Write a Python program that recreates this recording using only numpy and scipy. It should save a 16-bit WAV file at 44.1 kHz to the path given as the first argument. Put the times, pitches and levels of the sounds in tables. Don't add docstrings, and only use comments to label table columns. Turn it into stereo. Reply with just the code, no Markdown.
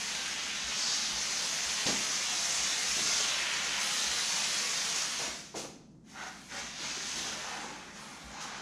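import sys
import numpy as np
from scipy import signal
from scipy.fft import rfft, irfft, next_fast_len
from scipy.io import wavfile

SR = 44100
rng = np.random.default_rng(int(sys.argv[2]) if len(sys.argv) > 2 else 0)


def master_out(mix):
    frames = np.transpose(np.atleast_2d(mix))
    ceiling = np.clip(frames, -1, 1)
    pcm = np.round(ceiling * 32767).astype(np.int16)
    wavfile.write(sys.argv[1], SR, pcm)


N = 379701
TIME = np.arange(N) / SR


def from_db(db):
    return np.exp(np.asarray(db) * np.log(10) / 20)


def rms_one(x):
    return x / np.sqrt(np.mean(x ** 2) + 1e-20)


def in_time(rows):
    times, *columns = np.transpose(rows)
    return [np.interp(TIME, times, column) for column in columns]


def at_hz(rows, hz):
    frequencies, values = np.transpose(rows)
    return np.interp(np.log(hz), np.log(frequencies), values)


def drift(rate):
    step, warm_up = 20, 4000
    r = np.exp(-2 * np.pi * rate * step / SR)
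    slow = signal.lfilter([1], [1, -2 * r, r * r], rng.standard_normal(N // step + warm_up + 2))
    slow = rms_one(slow[warm_up:])
    return np.interp(np.arange(N) / step, np.arange(len(slow)), slow)


def swell(start, rise):
    age = np.maximum(TIME - start, 0) / rise
    return age * np.exp(1 - age)


def squeeze(start, rise, hold, fall):
    opening = np.sin(np.pi / 2 * np.clip((TIME - start) / rise, 0, 1)) ** 2
    return opening * np.exp(-np.maximum(TIME - start - rise - hold, 0) / fall)


def swept_band(x, centre_hz, q, block=128):
    out, state = np.zeros_like(x), np.zeros((2, 2))
    for i in range(0, N, block):
        angle = 2 * np.pi * centre_hz[i] / SR
        r = np.exp(-angle / (2 * q))
        gain = (1 - r * r) / 2
        feedback = [1, -2 * r * np.cos(angle), r * r]
        out[:, i:i + block], state = signal.lfilter([gain, 0, -gain], feedback, x[:, i:i + block], zi=state)
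    return out


# (frequency [Hz], likeness [1 same, -1 opposite])
STEREO_LIKENESS = [(60, 0.63), (400, 0.96), (1000, 0.58), (1900, 0.6), (3700, 0.87), (4700, 0.85),
                   (6300, -0.1), (14000, -1)]
def noise_bands():
    edges = np.geomspace(22, 16500, 30)
    white, bands = rng.standard_normal((2, 2, N)), []
    for k, (low, high) in enumerate(zip(edges, edges[1:])):
        band_filter = signal.butter(2, [low, high], "band", fs=SR, output="sos")
        mid, side = signal.sosfilt(band_filter, white[k % 2])
        hz = np.sqrt(low * high)
        alike = np.clip(at_hz(STEREO_LIKENESS, hz), -1, 1)
        shared = np.sqrt((1 + alike) / 2) * mid
        opposed = np.sqrt((1 - alike) / 2) * np.array([side, -side])
        bands.append((hz, shared + opposed))
    return bands


# (frequency [Hz], relative level [dB])
AIR_COLOUR = [(25, -10), (60, -13), (85, -5), (105, -16), (140, 2.5), (220, 2.5), (310, -3.5), (420, -16),
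              (700, -20.5), (1200, -27), (3000, -44), (7000, -32), (10500, -45), (15000, -56)]
# (pitch [Hz], level [dB])
HUM_TONES = [(59.2, -68), (211, -65), (310, -72.5)]
def fan(bands, air_db=-55.5, waver=0.42, waver_per_s=2.4):
    air = rms_one(sum(noise * from_db(at_hz(AIR_COLOUR, hz)) for hz, noise in bands))
    tones = 0
    for hz, db in HUM_TONES:
        phase = 2 * np.pi * hz * TIME
        tone = (1 + waver * drift(waver_per_s)) * np.sin(phase)
        tone += waver * drift(waver_per_s) * np.cos(phase)
        tones += from_db(db) * rms_one(tone)
    return from_db(air_db) * air + tones


# (time [s], level [dB])
FOOTSTEPS = [(0.634, -47.5), (1.121, -48), (1.649, -50), (1.88, -49), (2.581, -51), (2.88, -50),
             (3.11, -65), (3.389, -54), (4.056, -53), (5.28, -50), (6.619, -55), (7.15, -62), (8.237, -47)]
def footfalls(floor_hz=60, rise_s=0.027, level_db=-1.0):
    return sum(from_db(db + level_db) * swell(start, rise_s) * np.sin(2 * np.pi * floor_hz * (TIME - start))
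               for start, db in FOOTSTEPS)


# (frequency [Hz], time to fade by 60 dB [s])
ECHO_TIMES = [(100, 0.52), (400, 0.62), (1500, 0.58), (6000, 0.55), (10000, 0.37), (14000, 0.38)]
def workshop(x, bands, direct_db=-3.0, echo_db=-4.5, build_s=0.0028):
    size, hop = SR // 2, SR // 10
    count, age = N // size, TIME[:size]
    tails = sum(noise[:, :count * size].reshape(2, count, size) * from_db(-60 * age / at_hz(ECHO_TIMES, hz))
                for hz, noise in bands)
    tails = rms_one(tails * np.minimum(age / build_s, 1)) / np.sqrt(size)
    padded = np.pad(x, ((0, 0), (hop, 2 * hop)), "reflect")
    echoes = np.zeros((2, N + size + 3 * hop))
    fade = signal.windows.cosine(2 * hop)
    for k, i in enumerate(range(0, N + hop, hop)):
        signs = rng.choice([-1, 1], 50)[np.arange(size) * 50 // size]
        echo = signal.fftconvolve(padded[:, i:i + 2 * hop] * fade, tails[:, k % count] * signs, axes=1)
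        echoes[:, i:i + echo.shape[1]] += echo
    return from_db(direct_db) * x + from_db(echo_db) * echoes[:, hop:hop + N]


# (time [s], level [dB], pitch [Hz], spread [octaves], fade [s])
GAS_POCKETS = [(1.860, -32, 200, 0.74, 0.0075), (1.866, -23.5, 4200, 0.25, 0.0017),
               (1.867, -37.5, 560, 0.36, 0.018), (1.884, -35, 400, 0.88, 0.014),
               (1.893, -34, 255, 0.31, 0.018), (2.96, -48.5, 271, 1.1, 0.082),
               (3.201, -45, 480, 0.83, 0.0086), (5.195, -45.5, 430, 0.99, 0.073),
               (5.54, -40, 475, 0.93, 0.05), (5.635, -47, 463, 1.2, 0.033), (6.52, -52.5, 240, 0.7, 0.067),
               (6.79, -52.5, 220, 0.48, 0.078), (6.97, -49, 333, 0.27, 0.009), (7.15, -52, 241, 1.3, 0.11),
               (7.58, -53, 282, 0.38, 0.14)]
def pops(bands, attack_share=0.032):
    out = np.zeros((2, N))
    for start, db, pitch_hz, octaves, fade_s in GAS_POCKETS:
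        span = slice(int(start * SR), int(start * SR) + SR // 2)
        body = sum(noise[:, span] * np.exp(-.5 * (np.log2(hz / pitch_hz) / octaves) ** 2) / np.sqrt(hz)
                   for hz, noise in bands)
        age = np.maximum(TIME[span] - start, 0) / fade_s
        envelope = (1 - np.exp(-age / attack_share)) * np.exp(-.5 * age ** 2)
        out[:, span] += from_db(db) * envelope * rms_one(body)
    return out


# (base pitch [Hz], width [Hz], relative level [dB])
HOLLOW_NOTES = [(800, 94, 0.5), (970, 115, -6), (1456, 200, -2.5), (1900, 420, -2.5)]
# (time [s], rise [s], hold [s], fall [s], level [dB], favoured pitch [Hz], tuning [ratio])
HOLLOW_WHISTLES = [(6.108, 0.083, 0.057, 0.037, -47.5, 1350, 0.99),
                   (6.488, 0.05, 0.047, 0.029, -49.5, 1750, 1.05),
                   (7.388, 0.084, 0.12, 0.04, -50, 760, 1.06), (7.601, 0.064, 0.05, 0.1, -53.5, 990, 1.1),
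                   (8.249, 0.12, 0.22, 0.1, -55, 1000, 1.07)]
def hollow(sag_octaves_per_s=0.255):
    out = np.zeros(N)
    for start, rise, hold, fall, db, favoured_hz, tuning in HOLLOW_WHISTLES:
        span = slice(int(start * SR), int(start * SR) + int(.8 * SR))
        push = from_db(db) * squeeze(start, rise, hold, fall)[span]
        pitch_ratio = tuning * 2 ** (-sag_octaves_per_s * (TIME[span] - start))
        for hz, width_hz, note_db in HOLLOW_NOTES:
            smoother = signal.butter(2, width_hz / 2, fs=SR, output="sos")
            wobble = signal.sosfilt(smoother, rng.standard_normal((2, len(push))))
            phase = 2 * np.pi * hz * np.cumsum(pitch_ratio) / SR
            airy_note = rms_one(wobble[0] * np.cos(phase) + wobble[1] * np.sin(phase))
            drive = from_db(note_db) / (1 + np.log2(hz / favoured_hz) ** 2)
            out[span] += push * drive * airy_note
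    return out


# (time [s], level [dB], rise [s], extra treble [dB])
GAS_SPITS = [(1.861, -29, 0.018, -6), (3.10, -39, 0.052, 3), (3.80, -35, 0.02, 6), (5.205, -43, 0.03, -2),
             (5.547, -36.5, 0.026, 2.5), (7.15, -38.5, 0.032, 3), (8.401, -39, 0.017, -1)]
def spits(bands):
    out = 0
    for start, db, rise_s, treble_db in GAS_SPITS:
        tilt = [(6000, 0), (11000, treble_db)]
        hiss = sum(noise[:, :SR // 2] * from_db(at_hz(HISS_COLOUR, hz) + at_hz(tilt, hz))
                   for hz, noise in bands)
        looped = np.tile(rms_one(hiss), N // (SR // 2) + 1)[:, :N]
        out += from_db(db) * swell(start, rise_s) * looped
    return out


# (time [s], level [dB], high fizz [dB])
LONG_FLOW = [(0.05, -36.5, 0), (0.57, -38.5, -2.5), (0.68, -35, -5.5), (0.9, -36, -2.5), (1.15, -35.5, -1),
             (1.45, -34, 0.5), (1.8, -33, -0.5), (2.28, -33.5, -1.5), (2.58, -32.5, 0.5),
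             (2.82, -32.5, -0.5), (3.15, -32.5, 0.5), (3.36, -34.5, 0), (3.68, -34.5, -1.5),
             (3.9, -33.5, 3.5), (4.2, -32.5, 0.5), (4.98, -32.5, -0.5), (5.2, -35.5, -1)]
# (time [s], pitch [Hz], boost [dB])
TIP_GAP = [(0, 3470, 1), (.3, 3050, 2), (.55, 2400, 4.5), (.66, 4870, 0.5), (.9, 4630, 6), (1.2, 4400, 1),
           (1.6, 5670, 0), (2.2, 6500, 0.5), (2.53, 5600, 2.5), (2.85, 5960, -1), (3.08, 4900, 4.5),
           (3.2, 4330, 4), (3.32, 2960, 4), (3.43, 2050, 4), (3.62, 1990, 1.5), (3.77, 2300, 3),
           (3.9, 3130, 2), (4.25, 4430, 2), (4.7, 6300, -0.5), (5.2, 5770, -1)]
# (time [s], rise [s], hold [s], fall [s], level [dB], gap pitch [Hz], low rush [dB], high fizz [dB])
SHORT_PULLS = [(6.017, 0.13, 0.7, 0.03, -53, 3620, 5, 4), (6.103, 0.12, 0.054, 0.02, -44, 1300, 12, 0),
               (6.462, 0.09, 0.043, 0.045, -40, 1900, 5.5, -1),
               (6.55, 0.094, 0.062, 0.23, -45.5, 2600, -0.5, -5),
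               (6.721, 0.1, 0.11, 0.28, -38.5, 4700, 3, -6), (6.913, 0.17, 0.11, 0.33, -38.5, 4600, -1, -2),
               (7.19, 0.069, 0.32, 0.31, -43, 1400, 13, 0), (7.932, 0.038, 0.034, 0.69, -47.5, 990, 7, 4.5),
               (8.202, 0.21, 0.25, 0.10, -44.5, 1160, 7, -8)]
def trigger(long_pull_s=5.235, valve_close_s=0.12, long_rush_db=1):
    flow_db, long_fizz_db = in_time(LONG_FLOW)
    long_gap_hz, boost_db = in_time(TIP_GAP)
    long_pull = from_db(flow_db) * np.exp(-np.maximum(TIME - long_pull_s, 0) / valve_close_s)
    powers = [long_pull ** 2 + 1e-20]
    colours = [(np.log(long_gap_hz), long_rush_db, long_fizz_db)]
    for start, rise, hold, fall, db, gap_hz, rush_db, fizz_db in SHORT_PULLS:
        powers.append((from_db(db) * squeeze(start, rise, hold, fall)) ** 2)
        colours.append((np.log(gap_hz), rush_db, fizz_db))
    total = sum(powers)
    log_gap, rush_db, fizz_db = (sum(power * value for power, value in zip(powers, column)) / total
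                                 for column in zip(*colours))
    return np.sqrt(total), np.exp(log_gap), boost_db * powers[0] / total, rush_db, fizz_db


# (frequency [Hz], relative level [dB])
HISS_COLOUR = [(180, -31), (300, -20.5), (400, -14.5), (540, -12), (800, -7.5), (1200, -6.5), (2100, -3),
               (4000, -4), (5300, -3.5), (6500, 8), (8500, -17), (10000, -5), (11800, -23), (14500, -39)]
def spray(bands, level_db=2.0, gap_q=1.57, muffle_db_per_octave=3,
          sputter_db=1.0, flicker_db=1.5, extra_fizz_db=1.0):
    strength, gap_hz, boost_db, rush_db, fizz_db = trigger()
    hiss, power = 0, 0
    for hz, noise in bands:
        rush_share = at_hz([(200, 1.0), (1100, 0.92), (3200, 0.068)], hz)
        fizz_share = at_hz([(5800, 0.029), (10000, 1.3), (14000, 2.4)], hz)
        colour_db = at_hz(HISS_COLOUR, hz) + rush_share * rush_db + fizz_share * (fizz_db + extra_fizz_db)
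        octaves_above_gap = np.maximum(np.log2(hz / gap_hz), 0)
        gain = from_db(colour_db - muffle_db_per_octave * octaves_above_gap)
        power += np.mean(noise ** 2) * gain ** 2
        hiss += noise * gain * from_db(flicker_db * drift(rate=19))
    jet = hiss / np.sqrt(power)
    jet += (from_db(boost_db) - 1) * swept_band(jet, gap_hz, gap_q)
    return (strength * jet + hollow()) * from_db(level_db + sputter_db * drift(rate=180))


def scene(close_pop_db=-11.5):
    jet_noise = noise_bands()
    room_noise = [(hz, np.roll(noise, N // 2, axis=1)) for hz, noise in jet_noise]
    hiss_noise = jet_noise[7:]
    bursts = pops(jet_noise)
    can = spray(hiss_noise) + bursts + spits(hiss_noise)
    close_pops = from_db(close_pop_db) * bursts
    return workshop(can, room_noise) + close_pops + fan(room_noise) + footfalls()


# (frequency [Hz], left minus right [dB])
MIC_BALANCE = [(300, -0.5), (1100, 2), (2700, 0.5), (4000, -.5), (5200, -5), (6400, -11.5), (7500, -9),
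               (8800, -1), (10200, -4), (12000, 0), (14000, -2.5)]
# (frequency [Hz], gain [dB])
TREBLE_COLOUR = [(3000, 0), (4200, 0.55), (5000, 0.4), (5500, -1.46), (6300, 0.4), (6800, 1.5),
                 (8200, -1.8), (9500, 2.5), (11000, -0.5)]
def record(dry, cutoff_hz=14950):
    size = next_fast_len(N + SR // 10)
    hz = np.maximum(np.arange(size // 2 + 1) * SR / size, 1)
    balance = from_db(at_hz(MIC_BALANCE, hz) * np.array([[.5], [-.5]]))
    balance /= np.sqrt(np.mean(balance ** 2, axis=0))
    heard = irfft(rfft(dry, size) * balance * from_db(at_hz(TREBLE_COLOUR, hz)), size)[:, :N]
    return signal.sosfilt(signal.ellip(10, .2, 90, cutoff_hz, fs=SR, output="sos"), heard)


dry = scene()
out = record(dry)
master_out(out)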